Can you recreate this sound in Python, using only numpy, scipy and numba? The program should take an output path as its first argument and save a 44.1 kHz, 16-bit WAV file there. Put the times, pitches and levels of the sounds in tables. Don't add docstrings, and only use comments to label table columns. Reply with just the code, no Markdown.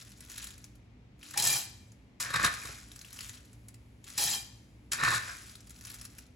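import sys
import numpy as np
from scipy import signal
from scipy.fft import rfft, irfft
from scipy.io import wavfile
from numba import njit

SR = 44100
rng = np.random.default_rng(int(sys.argv[2]) if len(sys.argv) > 2 else 0)


def transcribe(signal):
    frames = np.atleast_2d(signal).T
    limited = np.clip(frames, -1, 1)
    pcm = np.round(limited * 32767).astype(np.int16)
    wavfile.write(sys.argv[1], SR, pcm)


N = 280255

# pitch_hz, width_hz, level_db
FRIDGE_HUM = [(57.2, 7.8, -59.5), (90, 4.1, -67.5), (112.7, 3.1, -60), (134, 9.6, -76), (195.5, 19, -67),
              (247.6, 6, -68), (296, 5, -71.5)]
# pitch_hz, gain_db
AIR_EQ = [(25, -42), (45, -0.5), (100, -0.5), (300, -9.5), (600, -18.5), (1500, -28.5), (2200, -23),
          (3000, -29.5), (7000, -41), (11000, -54), (16000, -63.5)]

# start_s, hold_s, level_db
BEAN_SHAKES = [(0.0, 0.0084, -52), (0.404, 0.026, -47.5), (3.187, 0.088, -49.5), (5.472, 0.011, -56.5),
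               (5.86, 0.13, -54), (6.13, 0.031, -59.5)]
# start_s, level_db
BEAN_DROPS = [(0.025, -45.5), (0.1182, -46), (0.2067, -41), (0.2748, -55), (0.299, -36.5), (0.316, -37.5),
              (0.3597, -53), (0.379, -31), (0.4262, -38), (0.4424, -33), (0.47, -37.5), (0.506, -41.5),
              (0.5793, -46), (0.642, -39.5), (0.753, -53), (1.191, -54), (1.229, -41.5), (1.263, -47),
              (1.3092, -36.5), (1.919, -51.5), (2.9164, -40.5), (2.96, -39.5), (2.992, -41.5), (3.014, -39),
              (3.047, -42), (3.106, -47), (3.129, -37), (3.1896, -35), (3.2076, -33), (3.255, -46),
              (3.2942, -34), (3.3536, -45.5), (3.4524, -51), (3.5308, -50), (3.6841, -41.5),
              (3.7426, -47.5), (4.042, -42.5), (4.0755, -64.5), (5.4954, -42), (5.554, -41), (5.605, -47),
              (5.672, -47), (5.6952, -44), (5.706, -42.5), (5.8103, -41.5), (5.8508, -35.5), (5.87, -40),
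              (5.9007, -35), (5.914, -41), (5.9412, -35), (6.013, -36), (6.041, -44), (6.0513, -36),
              (6.1837, -36)]
# peak_s, level_db, fall_db_per_s
CLOTH_BRUSHES = [(0.69, -65, 121), (1.8, -62.5, 47), (3.5, -61.5, 11.5), (4.6, -66, 5.5)]
# start_s, hold_s, level_db
SCOOP_TILTS = [(1.231, 0.11, -54.5), (4.08, 0.13, -50.5)]
# pitch_hz, gain_db
HEAP_EQ = [(300, -25), (700, -20.5), (1500, -4.5), (3000, -9.5), (5000, -9), (9000, -3.5), (12000, -6),
           (16500, -20.5)]

# start_s, level_db, cup_above_click_db
SCOOP_JOLTS = [(1.338, -34, 7), (2.2044, -38, -14), (2.2516, -39, -8), (2.3025, -34, 11), (2.338, -26, 8),
               (2.359, -22.5, 9), (2.4273, -22.5, -7), (2.4454, -14.5, 2), (2.527, -34, 0),
               (2.538, -28, -17), (2.653, -32.5, 1), (4.9184, -19, -19), (4.931, -19, -10.5),
               (5.033, -36, 6), (5.0773, -34, 16), (5.134, -32, 9), (5.147, -23, -6)]
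# start_s, crunch_db, lift_s, trickle_db
SCOOP_DIGS = [(2.202, -32.5, 2.707, -49), (4.918, -32.5, 5.31, -48)]
# start_s, hold_s, level_db, cup_above_crunch_db
SCOOP_SHOVES = [(2.251, .07, -51.5, 8.5), (2.337, .036, -46, 13), (2.397, .02, -44.5, 12),
                (2.436, .03, -34.5, 9), (4.987, .04, -51, 15), (5.029, .145, -38, 10.5),
                (5.28, .025, -51.5, -1)]
# start_s, level_db
BAG_BUMPS = [(2.649, -30), (2.692, -30)]
# pitch_hz, gain_db
BURIED_EQ = [(250, -16.5), (700, -17.5), (1500, -9), (3000, -7.5), (5500, -2.5), (9000, 1), (12000, -6.5),
             (16500, -23.5)]
# pitch_hz, width_hz, gain_db
CUP_MODES = [(496, 350, -9), (1142, 230, 0.5), (1241, 13, -7.5), (1423, 81, -3), (1584, 126, 1),
             (1765, 48, 2.5), (1980, 30, -16.5), (2420, 48, -9), (3760, 360, -2.5)]
# pitch_hz, width_hz, gain_db
COUNTER_MODES = [(59.7, 10, -2.5), (117, 35.5, 13.5), (135.7, 13, -16.5), (260, 270, -4.5)]

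# start_s, hold_s, level_db, knock_above_stream_db
POUR_GUSHES = [(1.359, 0.0054, -53.5, 4.5), (1.3746, 0.063, -34, -11), (1.44, 0.13, -29.5, -15.5),
               (4.179, 0.16, -30, -15.5)]
# start_s, level_db
GLASS_HITS = [(1.3743, -16.5), (1.3966, -22), (1.4225, -19), (1.4508, -21), (1.469, -18.5), (1.5002, -19),
              (1.525, -26), (1.558, -25.5), (4.178, -23.5), (4.2301, -22)]
# pitch_hz, gain_db
CHAMBER_EQ = [(300, -36), (700, -19.5), (1300, -16.5), (2500, -15), (5000, -5.5), (8500, -4), (12000, -5.5),
              (16500, -21)]
# pitch_hz, width_hz, gain_db
WALL_MODES = [(1770, 40, -10), (2400, 28, -8), (2780, 25, -12), (3190, 90, -9), (3940, 40, -5),
              (4230, 50, -9), (4900, 70, -5), (5875, 30, -4), (6620, 90, -7), (7160, 70, -8),
              (7560, 50, -8), (7660, 90, -4), (8230, 80, -10), (8900, 120, -8), (9650, 70, -11),
              (10840, 60, -8), (11900, 60, -12)]
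# pitch_hz, width_hz, gain_db
BODY_MODES = [(372, 45, -13), (807, 52, -7.5), (843, 35, -3), (954, 120, -7.5), (1760, 320, -6),
              (2380, 110, -7)]

# pitch_hz, left_lead_rad
PORT_PHASE = [(0, .1), (900, .3), (1500, 1.7), (2300, 0), (3300, .5), (5000, -.5), (6400, 0), (7200, -.2),
              (8700, -3), (9200, -3.2), (10700, -6.1), (11400, -6.4), (12700, -9.3), (13700, -9.5),
              (14900, -12.5), (17000, -12.7)]
# pitch_hz, left_minus_right_db
PORT_LEVEL = [(300, 0), (1200, 1), (2000, -0.5), (3200, 5), (5200, 5.5), (6800, 1), (16000, 0)]

SHAKE_RISE_DB_S, SHAKE_FALL_DB_S, CLOTH_RISE_DB_S = 69, 93, 55.5
TILT_RISE_DB_S, TILT_FALL_DB_S = 503, 400.5
DIG_RISE_DB_S, PLUNGE_HOLD_S, PLUNGE_FALL_DB_S, PLUNGE_CUP_DB = 8000, 0.0097, 301.5, -12.5
TRICKLE_FALL_DB_S, TRICKLE_CUP_DB, CUP_FALL_DB_S = 67.5, -3.5, 116
SHOVE_RISE_DB_S, SHOVE_FALL_DB_S, FILLING_DB_S = 1598, 503.5, 55.5
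FULL_CUP_RATIO = 1.35
GUSH_RISE_DB_S, GUSH_THINS_DB_S, GUSH_FALL_DB_S, KNOCK_FALL_DB_S = 3999.5, 27.5, 194.5, 265
SETTLE_DB, SETTLE_FALL_DB_S = -22.5, 86
AIR_DB, ROOM_DB, ROOM_T60_S, ROOM_TREBLE_T60_S = -62.5, -7, 0.62, 0.14
BAG_PAN_DB, CHAMBER_PAN_DB = -0.5, -1.1
LOW_CUT_HZ, HIGH_CUT_HZ = 42, 16300


def undb(db):
    return 10 ** (np.asarray(db) / 20)


def unit_rms(x):
    return x / np.sqrt(np.mean(x ** 2))


def highpass(x, order, hz):
    return signal.sosfilt(signal.butter(order, hz, "high", fs=SR, output="sos"), x)


def eq_curve_db(table):
    hz, db = np.transpose(table)
    return np.interp(np.log(np.fft.rfftfreq(N, 1 / SR) + 1), np.log(hz), db)


def colour(x, table):
    return irfft(rfft(x) * undb(eq_curve_db(table)), N)


def ring(x, modes, scatter_db=0.):
    out = 0
    for hz, width, db in modes:
        r = np.exp(-np.pi * width / SR)
        drive = x * undb(scatter_db * np.repeat(rng.standard_normal(N // 300 + 1), 300)[:N])
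        feedback = [1, -2 * r * np.cos(2 * np.pi * hz / SR), r * r]
        out = out + undb(db) * signal.lfilter([1 - r, 0, r - 1], feedback, drive)
    return out


def surge(start_s, hold_s, db, rise_db_s, fall_db_s, sag_db_s=0.):
    start_s, hold_s, db, fall_db_s = (np.reshape(v, (-1, 1)) for v in (start_s, hold_s, db, fall_db_s))
    age_s = np.arange(N) / SR - start_s
    swell = rise_db_s * np.minimum(age_s, 0)
    sag = sag_db_s * np.clip(age_s, 0, hold_s)
    fall = fall_db_s * np.maximum(age_s - hold_s, 0)
    return undb((db + swell - sag - fall).max(axis=0))


def knocks(start_s, db, t60_s, rise_s=0.0013):
    blows = np.zeros(N)
    blows[(start_s * SR).astype(int)] = undb(db)
    rise, fall = np.exp(-1 / (rise_s * SR)), np.exp(-np.log(1000) / (t60_s * SR))
    decays = signal.lfilter([1], [1, -fall], blows)
    return signal.lfilter([1 - rise], [1, -rise], decays)


@njit
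def pings(start, hz, cycles, size):
    out = np.zeros(N)
    for k in range(len(start)):
        step = np.exp((2j * np.pi - 1 / cycles) * hz[k] / SR)
        phasor = size[k] + 0j
        for i in range(start[k], min(N, start[k] + int(6 * cycles * SR / hz[k]))):
            out[i] += phasor.imag
            phasor *= step
    return out


def kitchen():
    hum = sum(undb(db) * unit_rms(ring(rng.standard_normal(N), [(hz, width, 0)]))
              for hz, width, db in FRIDGE_HUM)
    mid, side = (unit_rms(colour(rng.standard_normal(N), AIR_EQ)) for _ in range(2))
    side = 1.07 * highpass(side, order=1, hz=500) * np.array([[1], [-1]])
    return hum + undb(AIR_DB) * (mid + side)


def bounces(start_s, db, hz, spacing_s, fall_db, cycles, count=6):
    gap, detune = rng.random((len(start_s), count, 2)).transpose(2, 0, 1)
    delay_s = spacing_s * (np.cumsum(gap, axis=1) - gap[:, :1])
    start = ((start_s[:, None] + delay_s) * SR).astype(np.int64)
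    pitch_hz = np.minimum(hz[:, None] * 2 ** (1.81 * (detune - .3)), 16000)
    size = undb(db[:, None] - fall_db * np.arange(count))
    return pings(start.ravel(), pitch_hz.ravel(), cycles, size.ravel())


def clatter(count, spread_db, cycles):
    when, pitch, chance = rng.random((count, 3)).T
    hz = 600 * 27 ** pitch
    size = undb(spread_db * np.minimum(-np.log(chance), 4.5)) * hz / SR
    return unit_rms(pings((when * N).astype(np.int64), hz, cycles, size))


def loose_beans():
    start_s, db = np.transpose(BEAN_DROPS)
    cracks = rng.standard_normal(N) * knocks(start_s, db - 3, t60_s=0.044, rise_s=0.00067)
    drop_hz = 3500 * 2.4 ** rng.random(len(start_s))
    rattles = bounces(start_s, db + 7, drop_hz, spacing_s=.003, fall_db=3.5, cycles=3.7)
    when, chance, pitch = rng.random((1000, 3)).T
    clump_db, clump_hz = np.minimum(-2.8 * np.log(chance), 7), 3500 * 2.6 ** pitch
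    clumps = bounces(when * N / SR, clump_db, clump_hz, spacing_s=.0025, fall_db=0.5, cycles=1.36)
    slide = undb(1) * unit_rms(clumps) + undb(-0.5) * clatter(count=12000, spread_db=4, cycles=0.27)
    shaking = surge(*np.transpose(BEAN_SHAKES), SHAKE_RISE_DB_S, SHAKE_FALL_DB_S)
    tilting = surge(*np.transpose(SCOOP_TILTS), TILT_RISE_DB_S, TILT_FALL_DB_S)
    return undb(4.5) * colour(cracks + rattles + slide * np.maximum(shaking, tilting), HEAP_EQ)


def cloth():
    peak_s, db, fall_db_s = np.transpose(CLOTH_BRUSHES)
    brushing = surge(peak_s, 0, db, CLOTH_RISE_DB_S, fall_db_s)
    return undb(-2.5) * colour(rng.standard_normal(N) * brushing, HEAP_EQ)


def digging():
    start_s, db, lift_s, trickle_db = np.transpose(SCOOP_DIGS)
    plunge = surge(start_s, PLUNGE_HOLD_S, db, DIG_RISE_DB_S, PLUNGE_FALL_DB_S)
    trickle = surge(start_s, lift_s - start_s, trickle_db, DIG_RISE_DB_S, TRICKLE_FALL_DB_S)
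    loaded = surge(start_s, lift_s - start_s, trickle_db + TRICKLE_CUP_DB, DIG_RISE_DB_S, CUP_FALL_DB_S)
    start_s, hold_s, db, cup_db = np.transpose(SCOOP_SHOVES)
    shove = surge(start_s, hold_s, db, SHOVE_RISE_DB_S, SHOVE_FALL_DB_S)
    cup = surge(start_s, hold_s, db + cup_db, SHOVE_RISE_DB_S, SHOVE_FALL_DB_S, FILLING_DB_S)
    crunch = np.max([plunge, trickle, shove], axis=0)
    return crunch, np.maximum(cup, undb(PLUNGE_CUP_DB) * plunge), loaded


def scoop():
    crunch, hollow, loaded = digging()
    start_s, db, cup_db = np.transpose(SCOOP_JOLTS)
    noise = rng.standard_normal((2, N))
    clicks = noise[0] * knocks(start_s, db - 4.5, t60_s=0.024)
    ticks = clatter(count=30000, spread_db=3.5, cycles=0.56) * crunch + clicks
    rub = clatter(count=40000, spread_db=1, cycles=0.89)
    cup_drive = rub * hollow + noise[1] * knocks(start_s, db + cup_db - 5.5, t60_s=0.038, rise_s=0.0032)
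    bumps = noise[0] * knocks(*np.transpose(BAG_BUMPS), t60_s=0.026)
    thud = ring(undb(-6) * cup_drive + undb(-2.5) * bumps, COUNTER_MODES)
    full_modes = np.array(CUP_MODES) * [FULL_CUP_RATIO, FULL_CUP_RATIO, 1]
    cavity = ring(cup_drive, CUP_MODES, scatter_db=4) + ring(rub * loaded, full_modes, scatter_db=4)
    cup = undb(-4.5) * cavity + ring(cavity, [(1500, 1010, 0)])
    return undb(6) * colour(ticks, BURIED_EQ) + undb(6.5) * cup + undb(5.5) * thud


def pouring():
    start_s, hold_s, db, knock_db = np.transpose(POUR_GUSHES)
    gush = surge(start_s, hold_s, db, GUSH_RISE_DB_S, GUSH_FALL_DB_S, GUSH_THINS_DB_S)
    settle = surge(start_s, hold_s, db + SETTLE_DB, GUSH_RISE_DB_S, SETTLE_FALL_DB_S)
    knock = surge(start_s, hold_s, db + knock_db, GUSH_RISE_DB_S, KNOCK_FALL_DB_S, GUSH_THINS_DB_S)
    return np.maximum(gush, settle), knock


def chamber():
    stream, knock = pouring()
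    start_s, db = np.transpose(GLASS_HITS)
    noise = rng.standard_normal((2, N))
    hits = noise[0] * knocks(start_s, db - 1, t60_s=0.038)
    ticks = clatter(count=24000, spread_db=2, cycles=1.0) * stream + hits
    tinkle = clatter(count=9000, spread_db=1, cycles=67.0) * stream
    weight = clatter(count=20000, spread_db=2, cycles=1.9) * knock
    thud = unit_rms(ring(noise[1], COUNTER_MODES)) * knock
    wall = ring(ticks, WALL_MODES, scatter_db=6)
    body = ring(weight, BODY_MODES, scatter_db=4)
    rattle = colour(undb(5.5) * ticks + undb(4) * tinkle, CHAMBER_EQ)
    return rattle + undb(7) * wall + undb(18) * body + undb(-3) * thud


def room(x):
    t = np.arange(SR) / SR
    shared = rng.standard_normal(SR)
    own = highpass(rng.standard_normal((2, SR)), order=1, hz=400)
    lowpass = signal.butter(2, 5500, fs=SR, output="sos")
    low = signal.sosfilt(lowpass, shared + own * [[1.1], [1.31]])
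    high = shared - signal.sosfilt(lowpass, shared) + 1.4 * own
    tail = low * undb(-60 * t / ROOM_T60_S) + 1.82 * high * undb(-60 * t / ROOM_TREBLE_T60_S)
    tail *= np.minimum(t / 0.00096, 1)
    tail /= np.sqrt(np.sum(tail ** 2) / 2)
    return signal.fftconvolve(x[None], tail, axes=1)[:, :N]


def scene():
    heap, glass = scoop() + loose_beans() + cloth(), chamber()
    sides = np.array([[.5], [-.5]])
    direct = heap * undb(BAG_PAN_DB * sides) + glass * undb(CHAMBER_PAN_DB * sides)
    return direct + undb(ROOM_DB) * room(heap + glass) + kitchen()


def record(dry):
    lead_rad = np.interp(np.fft.rfftfreq(N, 1 / SR), *np.transpose(PORT_PHASE))
    left = np.exp(.5j * lead_rad) * undb(eq_curve_db(PORT_LEVEL) / 2)
    ports = irfft(rfft(dry) * np.array([left, 1 / left]), N)
    ports = highpass(ports, order=3, hz=LOW_CUT_HZ)
    return signal.sosfilt(signal.ellip(10, .2, 80, HIGH_CUT_HZ, fs=SR, output="sos"), ports)


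dry = scene()
out = record(dry)
transcribe(out)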